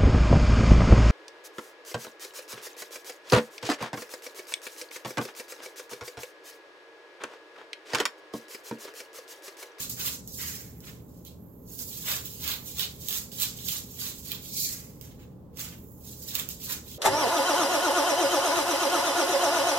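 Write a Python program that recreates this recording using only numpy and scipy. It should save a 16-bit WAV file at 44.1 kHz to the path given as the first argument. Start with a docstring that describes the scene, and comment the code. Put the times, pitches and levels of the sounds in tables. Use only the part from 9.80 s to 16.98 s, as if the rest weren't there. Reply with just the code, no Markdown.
"""A hand-held salt grinder is twisted over meat, about three rasping turns a second.
The burr catches and slips, cracking crystals and ringing the plastic housing; loose salt slides
in the jar and pours down its wall when it is tipped. Between bouts the meat is turned over on
rustling paper, and there is one faint, thin squeak. An appliance hums throughout, and the hard
walls of the small kitchen answer every crunch."""
import sys
import numpy as np
from scipy import signal
from scipy.fft import rfft, irfft, next_fast_len
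from scipy.io import wavfile
from scipy.ndimage import map_coordinates

SR = 44100
rng = np.random.default_rng(int(sys.argv[2]) if len(sys.argv) > 2 else 0)


def wrap_up_sound(samples):
    """Save the sound to the file named by the first command line argument, as 16-bit audio."""
    columns = np.atleast_2d(samples).T
    # keep every value between -1 and 1, then stretch to whole-number steps
    tamed = np.clip(columns, -1, 1)
    steps = np.round(tamed * 32767).astype(np.int16)
    wavfile.write(sys.argv[1], SR, steps)


N = 316638


def amp(db):
    """Decibels to gain."""
    return 10 ** (np.asarray(db) / 20)


def unit(x):
    """Scale to rms 1."""
    return x / np.sqrt(np.mean(x ** 2) + 1e-20)


def along(points, hz):
    """(frequency [Hz], value) points read on a log axis."""
    point_hz, values = np.transpose(points)
    return np.interp(np.log(hz + 1), np.log(point_hz + 1), values)


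def curve(points):
    """(time [s], value) points joined by straight lines, one value per sample."""
    return np.interp(np.arange(N) / SR, *np.transpose(points))


def wobble(knots_per_s, step=16):
    """Smooth random curve, spread about 1."""
    coarse = np.arange(0, N + step, step)
    knots = rng.standard_normal(int(N * knots_per_s / SR) + 4)
    return np.interp(np.arange(N), coarse, map_coordinates(knots, [coarse * knots_per_s / SR]))


def filtered(x, response):
    """Apply a complex frequency response."""
    size = next_fast_len(N + SR // 2)
    return irfft(rfft(x, size) * response(np.fft.rfftfreq(size, 1 / SR)), size)[..., :N]


def coloured(x, spectrum, size=2048):
    """Minimum-phase filter of unit energy; clicks keep their attack."""
    cepstrum = irfft(np.log(amp(along(spectrum, np.fft.rfftfreq(size, 1 / SR)))))
    cepstrum[1:size // 2] *= 2
    cepstrum[size // 2 + 1:] = 0
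    pulse = irfft(np.exp(rfft(cepstrum)))
    return signal.fftconvolve(x, pulse / np.linalg.norm(pulse))[:N]


def grains(per_s, spread_db):
    """Tiny contacts at random moments, most small, a few large; rms 1."""
    hit = rng.random(N) < per_s / SR
    size = amp(spread_db * np.clip(rng.standard_normal(N), -2, 2))
    return unit(hit * size * rng.choice([-1, 1], N))


def strokes(starts_s, holds_s, levels_db, rise_db_per_s, fall_db_per_s, depth_db=60):
    """Gain of a row of movements: each swells, holds and dies away; overlaps add in power."""
    t, power = np.arange(N) / SR, np.zeros(N)
    for start, hold, db, rise in np.broadcast(starts_s, holds_s, levels_db, rise_db_per_s):
        edges_s = [start - depth_db / rise, start + hold + depth_db / fall_db_per_s]
        span = slice(*np.searchsorted(t, edges_s))
        attack_db = rise * np.maximum(start - t[span], 0)
        decay_db = fall_db_per_s * np.maximum(t[span] - start - hold, 0)
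        power[span] += amp(db - attack_db - decay_db) ** 2
    return np.sqrt(power)


def slips(per_s=45, scatter=0.4, life_s=0.002, jolt_db=10.5, count=800):
    """Gain of the burr letting go at uneven moments, each with a brief jolt."""
    gap, size = rng.standard_normal((count, 2)).T
    onsets = (np.cumsum(np.exp(scatter * gap)) / per_s * SR).astype(int)
    jolts = np.bincount(onsets, amp(jolt_db + 2 * size), N)[:N]
    return 1 + signal.lfilter([1], [1, -np.exp(-1 / (life_s * SR))], jolts)


# Burr and housing resonances: (frequency [Hz], width [Hz], relative level [dB])
HOUSING_MODES = [(1920, 90, -20), (2860, 150, -13), (3150, 170, 10), (3550, 170, 5), (3870, 710, 19),
                 (6350, 200, -8)]

def housing(x, grip_db=4, pitch_drift=0.03):
    """The grinder's parts ring; strength and pitch shift with the grip and the load of salt."""
    ring = np.zeros(N)
    for k, (hz, width_hz, db) in enumerate(HOUSING_MODES):
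        mode = signal.lfilter(*signal.iirpeak(hz, hz / width_hz, SR), x)
        ring += (-1) ** k * amp(db + grip_db * np.tanh(wobble(7.3))) * mode
    read_position = np.cumsum(1 + pitch_drift * wobble(4.4)) % N
    return unit(np.interp(read_position, np.arange(N), ring))


# Twists of the burr: (time [s], hold [s], relative rasp [dB], deep crunch [dB], relative slide [dB])
TWIST_STROKES = [(0.0, 0.005, -39, -46, -31.5), (0.197, 0.018, -40, -44, -34.5),
                 (0.258, 0.013, -38.5, -43, -31.5), (2.278, 0.054, -34, -38.5, -32.5),
                 (2.639, 0.085, -36.5, -44, -39), (2.989, 0.033, -36, -47.5, -35.5),
                 (3.294, 0.077, -42.5, -50, -34.5), (3.608, 0.028, -35.5, -45.5, -30.5),
                 (3.883, 0.075, -42, -52.5, -33.5), (4.199, 0.092, -43, -54, -38),
                 (4.516, 0.016, -40.5, -50.5, -42), (6.55, 0.045, -45, -45, -37.5),
                 (6.898, 0.018, -41.5, -43, -34.5)]
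# Fracture spectrum: (frequency [Hz], relative density [dB])
CRUNCH_SPECTRUM = [(600, -28.5), (1500, -23), (2400, 2), (3400, 10), (4500, 6), (5400, -1), (7400, -3.5),
                   (8700, -37.5), (10500, -10), (12000, 1), (15500, 4.5)]
# Deep crunch of big crystals: (frequency [Hz], relative density [dB])
DEEP_SPECTRUM = [(250, -10), (700, -7.5), (1200, -0.5), (2000, -0.5), (2800, -0.5), (5000, -33),
                 (15000, -34)]

def crushing(rise_db_per_s=510, fall_db_per_s=262, knock_db=-23.5):
    """Each slip of the burr is a clump of fractures that shakes the housing; winding back scrapes."""
    start_s, hold_s, rasp_db, deep_db, _ = np.transpose(TWIST_STROKES)
    bite = strokes(start_s, hold_s, rasp_db, rise_db_per_s, fall_db_per_s)
    big_crystals = strokes(start_s, hold_s, deep_db, rise_db_per_s, fall_db_per_s)
    jogged, scrape = regripping()
    knock = amp(knock_db) * jogged  # the jar's dull rattle in the hand
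    fractures = unit(grains(per_s=2600, spread_db=3.5) * amp(1.4 * wobble(110)) * slips())
    rasp = amp(2.3) * coloured(fractures, CRUNCH_SPECTRUM) + amp(-3.5) * housing(fractures)
    deep = coloured(grains(per_s=1200, spread_db=4.5), DEEP_SPECTRUM)
    return np.hypot(bite, scrape) * rasp + np.hypot(big_crystals, knock) * deep


def stirring():
    """Gain of the loose crystals, stirred by every twist, regrip and tip of the jar."""
    start_s, hold_s, _, _, slide_db = np.transpose(TWIST_STROKES)
    twisted = strokes(start_s, hold_s, slide_db, rise_db_per_s=339, fall_db_per_s=221.5)
    jogged, _ = regripping()
    start_s, hold_s, slide_db, *_ = np.transpose(JAR_TIPS)
    tipped = strokes(start_s, hold_s, slide_db, rise_db_per_s=162, fall_db_per_s=116.5)
    return np.sqrt(twisted ** 2 + jogged ** 2 + tipped ** 2)


# Crystal contact spectrum: (frequency [Hz], relative density [dB])
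GRIT_SPECTRUM = [(1000, -28.5), (1800, -30), (2600, -17.5), (3200, -13), (4400, -3.5), (5400, -2),
                 (7500, 1), (8600, -8.5), (10300, -6), (12000, -0.5), (15500, -1.5)]
# Trickle of fine powder: (time [s], relative level [dB])
POWDER_FLOW = [(0.0, -48), (.14, -58), (.42, -75), (.75, -50), (1.22, -61), (1.42, -58), (1.56, -64),
               (1.85, -61), (1.92, -43), (2.25, -42), (3.15, -50.5), (3.9, -51), (4.85, -50), (5.35, -64),
               (5.68, -75), (5.85, -54), (6.08, -52), (6.6, -55), (7.18, -56)]
# Powder spectrum: (frequency [Hz], relative density [dB])
POWDER_SPECTRUM = [(2000, -47.5), (5000, -24), (7500, -12), (8600, -25), (10500, -12), (12000, -7.5),
                   (15500, -4.5)]

def sliding(trickle_db=-1, shaken_db=-19):
    """Loose crystals hiss against each other and the jar in small avalanches; powder trickles on."""
    stir = stirring()
    contacts = grains(per_s=6000, spread_db=1.5) * amp(2.18 * wobble(70))
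    powder = coloured(grains(per_s=2000, spread_db=2.5), POWDER_SPECTRUM)
    flow = amp(trickle_db + curve(POWDER_FLOW)) + amp(shaken_db) * stir
    return amp(2) * stir * coloured(contacts, GRIT_SPECTRUM) + flow * powder


# Appliance air noise: (frequency [Hz], relative density [dB])
AIR_SPECTRUM = [(20, -22), (42, -13.5), (75, -1), (98, -7), (150, -3), (260, -7), (370, -14), (500, -13),
                (680, -25), (1050, -28), (1500, -39), (2300, -48), (7500, -52), (15500, -56)]
# Left-right likeness of the air noise: (frequency [Hz], correlation [0-1])
AIR_CORRELATION = [(60, 0.89), (150, 0.86), (300, 0.75), (600, 0.43), (1500, 0.14), (15000, 0)]
# Motor tones: (frequency [Hz], rms level [dB])
HUM_TONES = [(76, -58.5), (119, -55.5), (177.6, -60), (247, -65), (414.5, -65), (829, -77.5), (1050, -81.5)]

def appliance(air_db=-48, waver_db=0.63, waver_rad=0.49):
    """A motor's slightly unsteady hum in a low rush of air."""
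    def mid_side_gains(hz):
        angle = np.arccos(np.clip(along(AIR_CORRELATION, hz), -1, 1)) / 2
        return amp(along(AIR_SPECTRUM, hz)) * [np.cos(angle), np.sin(angle)]

    mid, side = filtered(rng.standard_normal((2, N)), mid_side_gains)
    air = unit(np.array([mid + side, mid - side]))
    t, hum = np.arange(N) / SR, np.zeros(N)
    for hz, db in HUM_TONES:
        peak = np.sqrt(2) * amp(db + waver_db * wobble(2.6))
        hum += peak * np.sin(2 * np.pi * hz * t + waver_rad * wobble(7))
    return amp(air_db) * air + hum


# The hand regrips or winds back: (time [s], hold [s], relative slide [dB], relative scrape [dB])
GRIP_SHIFTS = [(0.096, 0.0031, -31, -60), (0.318, 0.008, -36, -62), (0.476, 0.0051, -47, -71.5),
               (1.46, 0.017, -54, -52.5), (1.901, .055, -48, -83), (1.989, 0.026, -37, -64),
               (2.125, 0.13, -43, -54), (2.449, 0.021, -43, -55), (2.514, 0.11, -48, -58.5),
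               (2.861, 0.051, -42.5, -53), (3.222, 0.1, -45, -54), (3.519, 0.018, -44.5, -50),
               (3.78, 0.095, -46, -51.5), (4.097, 0.1, -51.5, -59), (4.362, 0.032, -47, -61.5),
               (4.449, .035, -43, -53), (4.641, 0.039, -46.5, -49.5), (6.26, 0.083, -48, -62),
               (6.4, 0.086, -47.5, -77), (6.481, .04, -40, -46.5), (6.696, .014, -38.5, -49.5),
               (6.817, 0.052, -41.5, -50), (7.083, 0.068, -47.5, -51.5)]

def regripping(rise_db_per_hold=21.5, fall_db_per_s=315):
    """Gains of jogged crystals and idle burr; short jolts start sharply, long moves gently."""
    start_s, hold_s, slide_db, scrape_db = np.transpose(GRIP_SHIFTS)
    return [strokes(start_s, hold_s, db, rise_db_per_hold / hold_s, fall_db_per_s)
            for db in (slide_db, scrape_db)]


# Single crystals snap or strike the jar: (time [s], relative level [dB], relative body send [dB])
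CRYSTAL_SNAPS = [(0.0995, -15, -45), (0.204, -25.5, -13), (0.4756, -21, -49), (.628, -21, -31),
                 (1.005, -31.5, -36), (1.4507, -30, -28), (1.991, -17, -45), (2.4573, -22, -25),
                 (2.6454, -32, -8), (2.678, -22, -6.5), (2.717, -27, -6), (2.7394, -22.5, -12.5),
                 (2.995, -20, -8.5), (3.2857, -13.5, -20), (3.3272, -17.5, -14.5), (3.385, -14, -44),
                 (3.5998, -13.5, -20.5), (3.621, -14.5, -14), (3.886, -18.5, -10.5), (4.518, -20.5, -13),
                 (4.891, -15, -31), (5.212, -25.5, -26.5), (5.772, -24.5, -28), (6.5531, -12, -17),
                 (6.597, -13.5, -18.5), (6.689, -15.5, -35), (6.923, -16, -18)]

def snapping(break_s=0.00063, crumble_s=0.024, crumble_db=-17):
    """A big crystal breaks in a millisecond; its splinters crumble after it."""
    t = np.arange(SR // 10) / SR
    envelope = np.exp(-t / break_s) + amp(crumble_db) * np.exp(-t / crumble_s)
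    sharp, body = np.zeros((2, N + SR))
    for start_s, db, body_db in CRYSTAL_SNAPS:
        burst = amp(db) * envelope * rng.standard_normal(len(t))
        start = round(start_s * SR)
        sharp[start:start + len(t)] += burst
        body[start:start + len(t)] += burst * amp(body_db)
    return amp(-7.5) * coloured(sharp, GRIT_SPECTRUM) + amp(11.5) * coloured(body, CRUNCH_SPECTRUM)


# The jar is tipped level:
# (time [s], hold [s], relative slide [dB], pour [dB], landing time [s], relative rattle [dB])
JAR_TIPS = [(0.59, 0.1, -36.5, -54, 0.6, -47), (4.782, 0.077, -31.5, -37, 4.87, -56)]
# Salt pouring down the wall: (frequency [Hz], relative density [dB])
POUR_SPECTRUM = [(1500, -42), (2300, -7), (2900, -20), (3600, -8), (4300, 6.5), (5300, -4), (6500, 1),
                 (8000, -24), (12000, -21)]
# Salt landing: (frequency [Hz], relative density [dB])
RATTLE_SPECTRUM = [(500, -30), (1100, -6.5), (2000, 1), (2700, -2), (4300, -5), (7000, -4), (9000, -14),
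                   (15500, -10)]

def tumbling(landing_hold_s=0.061):
    """The load pours brightly down the jar wall and lands with a hollow rattle."""
    start_s, hold_s, _, pour_db, landing_s, rattle_db = np.transpose(JAR_TIPS)
    pour = strokes(start_s, hold_s, pour_db, rise_db_per_s=206, fall_db_per_s=300)
    landing = strokes(landing_s, landing_hold_s, rattle_db, rise_db_per_s=698, fall_db_per_s=89.5)
    rattle = coloured(grains(per_s=3600, spread_db=4), RATTLE_SPECTRUM)
    hiss = coloured(grains(per_s=4300, spread_db=7), POUR_SPECTRUM)
    return amp(6) * landing * rattle + pour * hiss


# Meat handled on paper: (time [s], hold [s], relative rustle [dB], crisp crackle [dB])
PAPER_TOUCHES = [(1.044, 0.044, -61.5, -49.5), (1.29, 0.1, -89, -63.5), (5.227, .035, -66.5, -52),
                 (5.4, 0.01, -70, -65), (5.794, 0.017, -51, -36), (5.832, 0.0084, -53.5, -45)]
# Paper spectrum: (frequency [Hz], relative density [dB])
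RUSTLE_SPECTRUM = [(200, -19), (700, -5), (1500, 0), (3500, 3.5), (5500, -6), (7400, -3), (8800, -19),
                   (15500, -1.5)]

def paper(rise_db_per_s=607, fall_db_per_s=165):
    """The salted sheet rustles and crackles under the meat."""
    start_s, hold_s, rustle_db, crisp_db = np.transpose(PAPER_TOUCHES)
    rustle_gain = strokes(start_s, hold_s, rustle_db, rise_db_per_s, fall_db_per_s)
    crisp_gain = strokes(start_s, hold_s, crisp_db, rise_db_per_s, fall_db_per_s)
    crinkles = unit(grains(per_s=2300, spread_db=5.5) * amp(3.7 * wobble(60)))
    crisp = coloured(grains(per_s=3000, spread_db=5), GRIT_SPECTRUM)
    return amp(12) * rustle_gain * coloured(crinkles, RUSTLE_SPECTRUM) + crisp_gain * crisp


# Faint squeak: (time [s], pitch [Hz])
SQUEAK_PITCH = [(1.6, 12900), (1.66, 13400), (1.72, 12600), (1.76, 12200), (1.8, 12700), (1.87, 12000)]

def squeak(level_db=-62, fade_db_per_s=400, rough_rad=2.1):
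    """A narrow, slightly rough whistle wavers high in the treble."""
    start_s, end_s = SQUEAK_PITCH[0][0], SQUEAK_PITCH[-1][0]
    gain = strokes(start_s, end_s - start_s, level_db, fade_db_per_s, fade_db_per_s)
    phase = 2 * np.pi * np.cumsum(curve(SQUEAK_PITCH)) / SR
    return gain * np.sin(phase + rough_rad * wobble(500))


# Kitchen reverberation: (frequency [Hz], T60 [s])
KITCHEN_T60 = [(300, 0.64), (3000, 0.25), (8000, 0.34), (15000, 0.073)]

def kitchen(x, early_life_s=0.0065, early_share=0.55, paths=8):
    """Counter and cupboards answer at once, then the room dies away."""
    hz, t, noise = signal.stft(rng.standard_normal((paths, 2, SR // 3)), SR, nperseg=256)
    decay = amp(-60 * t / along(KITCHEN_T60, hz)[:, None])
    tail = signal.istft(noise * decay, SR, nperseg=256)[1]
    early = rng.standard_normal(tail.shape) * np.exp(-np.arange(tail.shape[-1]) / SR / early_life_s)
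    responses = np.sqrt(1 - early_share) * tail / np.linalg.norm(tail[0, 0])
    responses += np.sqrt(early_share) * early / np.linalg.norm(early[0, 0])
    # each crystal radiates in its own direction, so the mix of paths changes quickly
    weights = np.array([wobble(70) for _ in range(paths)])
    weights /= np.linalg.norm(weights, axis=0)
    return signal.oaconvolve((weights * x)[:, None], responses, axes=2).sum(0)[:, :N]


# Where the grinder is held: (time [s], direct left minus right [dB])
GRINDER_PAN = [(0, 0), (.5, -3.5), (.9, -7.5), (1.6, -6.5), (2.0, -6.5), (3.3, -6), (4.5, -8), (4.9, -4.5),
               (5.2, -9.5), (5.9, -5.5), (6.5, -7.5), (7.18, -2)]

def scene(left_lag_s=0.00011):
    """Direct sound reaches the right port first; only sharp snaps stand out of the room."""
    work = sliding() + crushing() + tumbling() + paper() + squeak()
    snaps = snapping()
    direct = amp(-6) * work + amp(-2) * snaps
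    room = amp(-1) * kitchen(work + amp(-4) * snaps)
    pan_db = curve(GRINDER_PAN)
    delayed = filtered(direct, lambda hz: np.exp(-2j * np.pi * hz * left_lag_s))
    return np.array([delayed * amp(pan_db / 2), direct * amp(-pan_db / 2)]) + room + appliance()


# Microphone port imbalance: (frequency [Hz], left minus right [dB])
PORT_BALANCE = [(100, -.5), (300, -0.5), (600, -5.5), (1300, -1.5), (2300, 0.5), (3200, -3.5), (4800, -2),
                (6700, 1), (7800, -1), (9000, -1.5), (10500, 1.5), (12000, -6.5), (15000, -10.5)]
TOP_HZ = 15850

def record(dry):
    """Each microphone port colours the sound its own way; nothing passes above the band limit."""
    return filtered(dry, lambda hz: amp(np.outer([1, -1], along(PORT_BALANCE, hz)) / 2) * (hz < TOP_HZ))


dry = scene()
out = record(dry)
wrap_up_sound(out)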